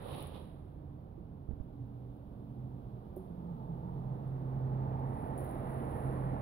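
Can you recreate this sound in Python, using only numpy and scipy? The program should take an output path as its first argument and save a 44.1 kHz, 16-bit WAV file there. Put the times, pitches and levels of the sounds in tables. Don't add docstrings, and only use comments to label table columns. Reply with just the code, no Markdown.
import sys
import numpy as np
from scipy import signal
from scipy.fft import rfft, irfft, next_fast_len
from scipy.io import wavfile

SR = 44100
rng = np.random.default_rng(int(sys.argv[2]) if len(sys.argv) > 2 else 0)


def unload_audio(sound):
    columns = np.transpose(np.atleast_2d(sound))
    steps = np.round(np.clip(columns, -1, 1) * 32767)
    wavfile.write(sys.argv[1], SR, steps.astype(np.int16))


N = 282681
TIME = np.arange(N) / SR
PADDED = next_fast_len(N + SR // 4)
HZ = np.maximum(np.fft.rfftfreq(PADDED, 1 / SR), 1)
CLOSEST_S, DISTANCE_M, SPEED_M_PER_S = 5.95, 16, 13.23

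# frequency in Hz, relative strength in dB.
ROAD_COLOUR = [(20, -7), (32, 7), (70, 7), (110, 7), (210, -1.5), (300, -6), (400, -8.5), (560, -15),
               (800, -15), (1200, -25), (1600, -31), (2100, -37.5), (3800, -48), (6000, -73.5)]
HISS_COLOUR = [(1500, 0), (3500, 7), (5200, -4.5), (7000, -12), (8700, -10), (9900, -1.5), (12000, -1.5),
               (15700, 0.5)]
CLOTH_BODY_COLOUR = [(150, -4.5), (240, -3), (340, 0), (420, 0), (550, 4.5), (640, -5.5), (820, -2.5),
                     (1180, -10), (1450, -23.5)]
CLOTH_RUB_COLOUR = [(1200, -8), (2200, -4.5), (3000, 0), (3750, 1.5), (4600, -11), (6200, -31.5),
                    (7500, -36.5)]
SOFT_FOLD_COLOUR = [(7000, -36.5), (8300, -23.5), (9300, -4.5), (10000, 3.5), (10700, -1.5), (11800, -9),
                    (13400, -13.5), (15700, -16)]
STIFF_FOLD_COLOUR = [(8500, -30), (10000, -16), (12000, -3), (13500, -1), (15700, 0.5)]
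# frequency in Hz, likeness from 0 to 1.
ROAD_LIKENESS = [(30, 0.98), (120, 1), (300, 0.94), (600, 0.77), (1200, 0.19), (3000, 0.73), (8000, .1)]
# frequency in Hz, left minus right in dB.
ROAD_LEAN = [(30, -6), (120, -5.5), (330, -6.5), (600, -6.5), (1500, -3.5), (2500, -1.5), (5000, -5.5)]
# steady far traffic in dB,
# the vehicle at its closest in dB, dB lost for each dB of distance.
ROAD_BANDS = [(-52, -48, 1.27), (-62.5, -45.5, 1.32), (-74, -52.5, 1.92), (-89, -66.5, 3)]
# time in seconds, pitch in Hz, level in dB before the engine's gain.
FAR_ENGINE = [(0.0, 139.3, -60), (0.126, 141.6, -48), (0.332, 139.8, -55), (0.796, 139.2, -55),
              (1.052, 139, -46.5), (1.11, 144.2, -65), (1.214, 140.2, -50), (1.46, 138.4, -59)]
FAR_WHINE = [(0.3, 287.0, -59.5), (0.63, 295.9, -60.5), (0.92, 289.1, -57), (1.11, 295.2, -73.5),
             (1.34, 279.1, -58), (1.63, 291.3, -59), (1.82, 278.5, -55), (2.8, 285.6, -59)]
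SECOND_ENGINE = [(1.68, 128.3, -53.5), (1.788, 122.6, -43.5), (1.902, 121.6, -53), (2.038, 123.7, -50),
                 (2.314, 119.2, -55), (2.56, 127.1, -43.5), (2.834, 126.5, -52.5), (2.978, 122, -45.5),
                 (3.08, 113.7, -59)]
NEAR_ENGINE_PULLS = [
    [(3.55, 128.5, -45), (3.662, 129.6, -50.5), (3.754, 129.8, -42.5), (3.774, 129.8, -49),
     (4.132, 130.1, -39), (4.162, 130.6, -47), (4.296, 131.2, -38.5), (4.774, 131.3, -36),
     (5.11, 131.1, -40)],
    [(5.3, 131.0, -42), (5.368, 131.2, -51), (5.386, 131.1, -43.5), (5.966, 132.4, -41),
     (5.974, 132.8, -52), (6.044, 132.9, -38), (6.334, 130, -36.5), (6.36, 130.1, -52), (6.41, 129.7, -40)],
]
# multiple of the pitch, relative level in dB.
FAR_PARTIALS = [(.6, -3), (1, 1.5), (1.202, -6)]
NEAR_PARTIALS = [(.25, -18), (.5, -18.5), (1, 0.5), (1.25, -16), (2, -21.5)]
# time in seconds, level in dB.
HISS_LEVELS = [(0.9, -83.5), (1.32, -84), (1.72, -82), (4.9, -77)]
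# peak time, rise time and time to fade by 60 dB (t60),
# all in seconds, then body, rub and sheen levels in dB, then stiffness from 0 to 1.
CLOTH_STROKES = [(.15, .14, 1.1, -45.5, -60, -63.5, .1), (.215, 0.09, 0.51, -61, -59.5, -65, 0.1),
                 (.35, 0.017, .55, -52, -62, -71, 0.1), (5.22, 0.14, 1.3, -79.5, -92.5, -72.5, .2),
                 (5.384, .007, .5, -64.5, -78, -58.5, .05), (5.48, 0.046, 1.4, -71.5, -79.5, -67, 0.2),
                 (5.73, 0.085, 1.7, -72, -81.5, -69, 0.1), (6.02, 0.2, 2.25, -74, -87.5, -69, 0)]
# start in seconds, peak in dB before gain, stiffness from 0 to 1.
FOLD_SNAPS = [(.205, -50, 0.7), (.225, -41.5, .4), (0.271, -45.5, 0), (1.634, -72, 0.2), (2.1645, -66, 0.8),
              (3.8904, -68.5, 0.48), (4.2795, -69.5, 0.01), (4.994, -61.5, 0.29), (5.283, -62, 0.7),
              (5.377, -46, .2), (5.443, -42, 1), (5.511, -52, 0.46), (5.743, -54, 0.02),
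              (5.9638, -52, 0.15)]
# start in seconds, thud level in dB, pitch in Hz, scuff level in dB.
GRIP_BUMPS = [(1.178, -44, 336.5, -53), (1.209, -43, 190, -51.5), (1.488, -28.5, 68.7, -48.5),
              (1.509, -37.5, 85, -37), (1.531, -35.5, 49.4, -53), (1.597, -36, 61, -40.5),
              (1.607, -29, 70.3, -57)]
# time in seconds, pitch in Hz, level in dB.
BOOM_GLIDE = [(2.4, 215, -55.5), (2.9, 200, -56), (3.4, 169.7, -46.5), (4.1, 160.2, -47),
              (4.5, 139.6, -50.5), (4.85, 110.1, -47), (5.25, 96.65, -47.5), (5.7, 70, -50.5),
              (6.41, 61.67, -48)]
TYRE_SONG = [(3.2, 834, -75.5), (3.6, 868.5, -58.5), (3.9, 893, -58), (4.3, 876, -69.5), (4.8, 842.4, -53),
             (5.2, 866, -48.5), (5.6, 840, -65.5), (6.41, 808, -52.5)]
# pitch in Hz, level in dB before filtering, t60 in seconds.
CLICK_MODES = [(10500, -73, .09), (11501, -72, .08), (12200, -69, .10), (12993, -67, .11),
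               (13580, -67, .08), (13863, -66, .09)]
KNOCK_MODES = [(372.5, -37.5, 0.19), (580, -40, 0.043), (684, -52, .05)]
# pitch in Hz, width in Hz, level at the closest in dB,
# dB lost for each dB of distance.
TYRE_TONES = [(481.2, 33, -55, 1.8), (643, 60, -55, 4), (1795, 230, -64.5, 4)]


def from_db(db):
    return 10 ** (np.asarray(db) / 20)


def unit_power(x):
    return x / np.sqrt(np.mean(x ** 2) + 1e-20)


def in_time(rows):
    times, *columns = np.transpose(rows)
    return [np.interp(TIME, times, column) for column in columns]


def during(rows, fade_s=0.043):
    start, end = rows[0][0], rows[-1][0]
    return np.interp(TIME, [start - fade_s, start, end, end + fade_s], [0, 1, 1, 0])


def at_hz(points):
    hz, value = np.transpose(points)
    return np.interp(np.log(HZ), np.log(hz), value)


def colour(x, spectrum):
    low_hz, high_hz = spectrum[0][0], spectrum[-1][0]
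    ends = 1 / np.sqrt((1 + (.8 * low_hz / HZ) ** 12) * (1 + (.8 * HZ / high_hz) ** 12))
    return irfft(rfft(x, PADDED) * from_db(at_hz(spectrum)) * ends, PADDED)[..., :N]


def pan(lean_db):
    gains = from_db(np.array([[lean_db], [-lean_db]]) / 2)
    return gains / gains.mean()


def drift(rate_hz):
    spectrum = rfft(rng.standard_normal(PADDED)) / (1 + (HZ / rate_hz) ** 2)
    return unit_power(irfft(spectrum, PADDED)[:N])


def distance_db():
    return 20 * np.log10(np.hypot(1, SPEED_M_PER_S * (TIME - CLOSEST_S) / DISTANCE_M))


def road(right_lag_ms=0.43):
    shared, separate = rfft(rng.standard_normal(PADDED)), rfft(rng.standard_normal((2, PADDED)))
    alike = np.clip(at_hz(ROAD_LIKENESS), 0, 1)
    delay = np.exp(-2j * np.pi * HZ * np.array([[0], [right_lag_ms / 1000]]))
    noise = np.sqrt(alike) * shared * delay + np.sqrt(1 - alike) * separate
    noise *= from_db(at_hz(ROAD_COLOUR) + at_hz(ROAD_LEAN) * [[.5], [-.5]])
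    below_edge = [0] + [1 / (1 + (HZ / edge_hz) ** 10) for edge_hz in (200, 620, 1300)] + [1]
    leaving = 11.5 * np.exp(-TIME / 0.42)
    out = 0
    for k, (far_db, closest_db, falloff) in enumerate(ROAD_BANDS):
        band_gain = np.sqrt(np.maximum(below_edge[k + 1] - below_edge[k], 0))
        band = irfft(noise * band_gain, PADDED)[:, :N]
        traffic = from_db(far_db + (falloff - 1) * leaving)
        vehicle = from_db(closest_db - falloff * distance_db())
        out = out + np.hypot(traffic, vehicle) * band / band.mean(axis=0).std()
    return out


def from_the_road(x, right_lag_ms=0.41, lean_db=-4.0):
    delayed = np.interp(TIME - right_lag_ms / 1000, TIME, x)
    return np.array([x, delayed]) * pan(lean_db)


def engine(track, partials, gain_db, flutter):
    hz, level_db = in_time(track)
    phase = 2 * np.pi * np.cumsum(hz) / SR
    note = 0
    for multiple, db in partials:
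        tone = from_db(db) * np.sin(multiple * phase + rng.uniform(0, 2 * np.pi))
        note = note + tone * (1 + flutter * drift(rate_hz=11))
    return np.sqrt(2) * note * from_db(level_db + gain_db) * during(track)


def microphone_hiss():
    noise = unit_power(colour(rng.standard_normal((2, N)), HISS_COLOUR))
    return noise * from_db(in_time(HISS_LEVELS)[0])


def burst(start, t60):
    return (TIME >= start) * from_db(-np.clip(60 * (TIME - start) / t60, 0, 200))


def swell(peak_s, rise_s, t60):
    rise = np.exp(-np.minimum(((TIME - peak_s) / rise_s) ** 2, 20))
    return np.where(TIME < peak_s, rise, burst(peak_s, t60))


def friction(force, spectrum, slips_per_s, spread_db):
    slips = rng.random(N) < slips_per_s / SR
    sizes = from_db(spread_db * np.minimum(rng.exponential(1, N), 3))
    grains = unit_power(slips * sizes * rng.standard_normal((2, N))) + rng.standard_normal((2, N))
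    return colour(force * grains, spectrum) / colour(grains[0], spectrum).std()


def jacket_rustle():
    power = 0
    for peak_s, rise_s, t60, body_db, rub_db, sheen_db, stiffness in CLOTH_STROKES:
        parts = from_db([body_db, rub_db, sheen_db, sheen_db]) ** 2 * [1, 1, 1 - stiffness, stiffness]
        power = power + np.outer(parts, swell(peak_s, rise_s, t60) ** 2)
    body_force, rub_force, soft_force, stiff_force = np.sqrt(power)
    sheen = friction(soft_force, SOFT_FOLD_COLOUR, slips_per_s=1200, spread_db=0.5)
    sheen += friction(stiff_force, STIFF_FOLD_COLOUR, slips_per_s=1700, spread_db=2.5)
    body = friction(body_force, CLOTH_BODY_COLOUR, slips_per_s=3100, spread_db=4.5)
    rub = friction(rub_force, CLOTH_RUB_COLOUR, slips_per_s=1800, spread_db=3.0)
    return body * pan(-9.0) + rub * pan(-4.5) + sheen * pan(11.5)


def fold_snaps(gain_db=-8.0, t60=.025, scrape_db=-20):
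    soft_force, stiff_force = 0, 0
    for start, db, stiffness in FOLD_SNAPS:
        force = from_db(db + gain_db) * burst(start, t60)
        soft_force += force * np.sqrt(1 - stiffness)
        stiff_force += force * np.sqrt(stiffness)
    ticks = friction(soft_force, SOFT_FOLD_COLOUR, slips_per_s=4000, spread_db=-0.5)
    ticks += friction(stiff_force, STIFF_FOLD_COLOUR, slips_per_s=4000, spread_db=3.0)
    scrape = friction(soft_force * from_db(scrape_db), CLOTH_RUB_COLOUR, slips_per_s=4000, spread_db=0.5)
    return ticks * pan(16.0) + scrape


def ring(start, hz, level_db, t60):
    age = np.maximum(TIME - start, 0)
    return from_db(level_db - np.minimum(60 * age / t60, 200)) * np.sin(2 * np.pi * hz * age)


def soften(x, cut_hz):
    return signal.sosfilt(signal.butter(3, cut_hz, fs=SR, output="sos"), x)


def grip_bumps(thud_t60=0.074, scuff_t60=0.07):
    thuds = sum(ring(start, hz, db, thud_t60) for start, db, hz, _ in GRIP_BUMPS)
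    force = sum(from_db(scuff_db) * burst(start, scuff_t60) for start, _, _, scuff_db in GRIP_BUMPS)
    scuff_colour = [(30, 9), (300, -0.5), (700, -18), (1700, -40), (2400, -49)]
    scuff = friction(force, scuff_colour, slips_per_s=1800, spread_db=0)
    return (scuff + soften(thuds, cut_hz=900)) * pan(-16.0)


def narrow_noise(hz, level_db, width_hz):
    phase = 2 * np.pi * np.cumsum(hz * np.ones(N)) / SR
    return (drift(width_hz) * np.cos(phase) + drift(width_hz) * np.sin(phase)) * from_db(level_db)


def hollow_boom():
    return narrow_noise(*in_time(BOOM_GLIDE), width_hz=20) * during(BOOM_GLIDE, fade_s=0.12)


def housing_click(click_s=3.163, knock_s=3.167):
    crack_force = from_db(-65) * burst(click_s, t60=0.05)
    crack_colour = [(8000, -27), (9200, -8), (11000, 1), (13000, -3.5), (15700, -4)]
    crack = friction(crack_force, crack_colour, slips_per_s=5000, spread_db=2.0)
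    cloth_force = from_db(-74) * burst(click_s, t60=0.44)
    cloth_colour = [(8200, -31), (9000, -3), (10000, 2.5), (11500, -5), (14000, -4), (15700, -19)]
    cloth = friction(cloth_force, cloth_colour, slips_per_s=2600, spread_db=-1.0)
    ringing = colour(sum(ring(click_s, *mode) for mode in CLICK_MODES), [(10000, 0), (15700, 0)])
    knock = soften(sum(ring(knock_s, *mode) for mode in KNOCK_MODES), cut_hz=590)
    return (crack + ringing + cloth) * pan(14.0) + knock * pan(-6.5)


def tyres():
    hum = sum(narrow_noise(hz, db - falloff * distance_db(), width_hz)
              for hz, width_hz, db, falloff in TYRE_TONES)
    song = narrow_noise(*in_time(TYRE_SONG), width_hz=65) * during(TYRE_SONG, fade_s=0.12)
    return hum + song


def scene():
    engines = engine(FAR_ENGINE, FAR_PARTIALS, gain_db=-4.0, flutter=0.46)
    engines += engine(FAR_WHINE, [(1, 0)], gain_db=-3.0, flutter=0.14)
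    engines += engine(SECOND_ENGINE, [(1, 0)], gain_db=0.5, flutter=0.35)
    for pull in NEAR_ENGINE_PULLS:
        engines += engine(pull, NEAR_PARTIALS, gain_db=-0.93, flutter=0.14)
    vehicles = from_the_road(engines + tyres() + hollow_boom())
    background = vehicles + microphone_hiss() + road()
    return background + jacket_rustle() + fold_snaps() + grip_bumps() + housing_click()


def record(dry, cutoff_hz=15750):
    return signal.sosfilt(signal.ellip(12, .1, 80, cutoff_hz, fs=SR, output="sos"), dry)


dry = scene()
out = record(dry)
unload_audio(out)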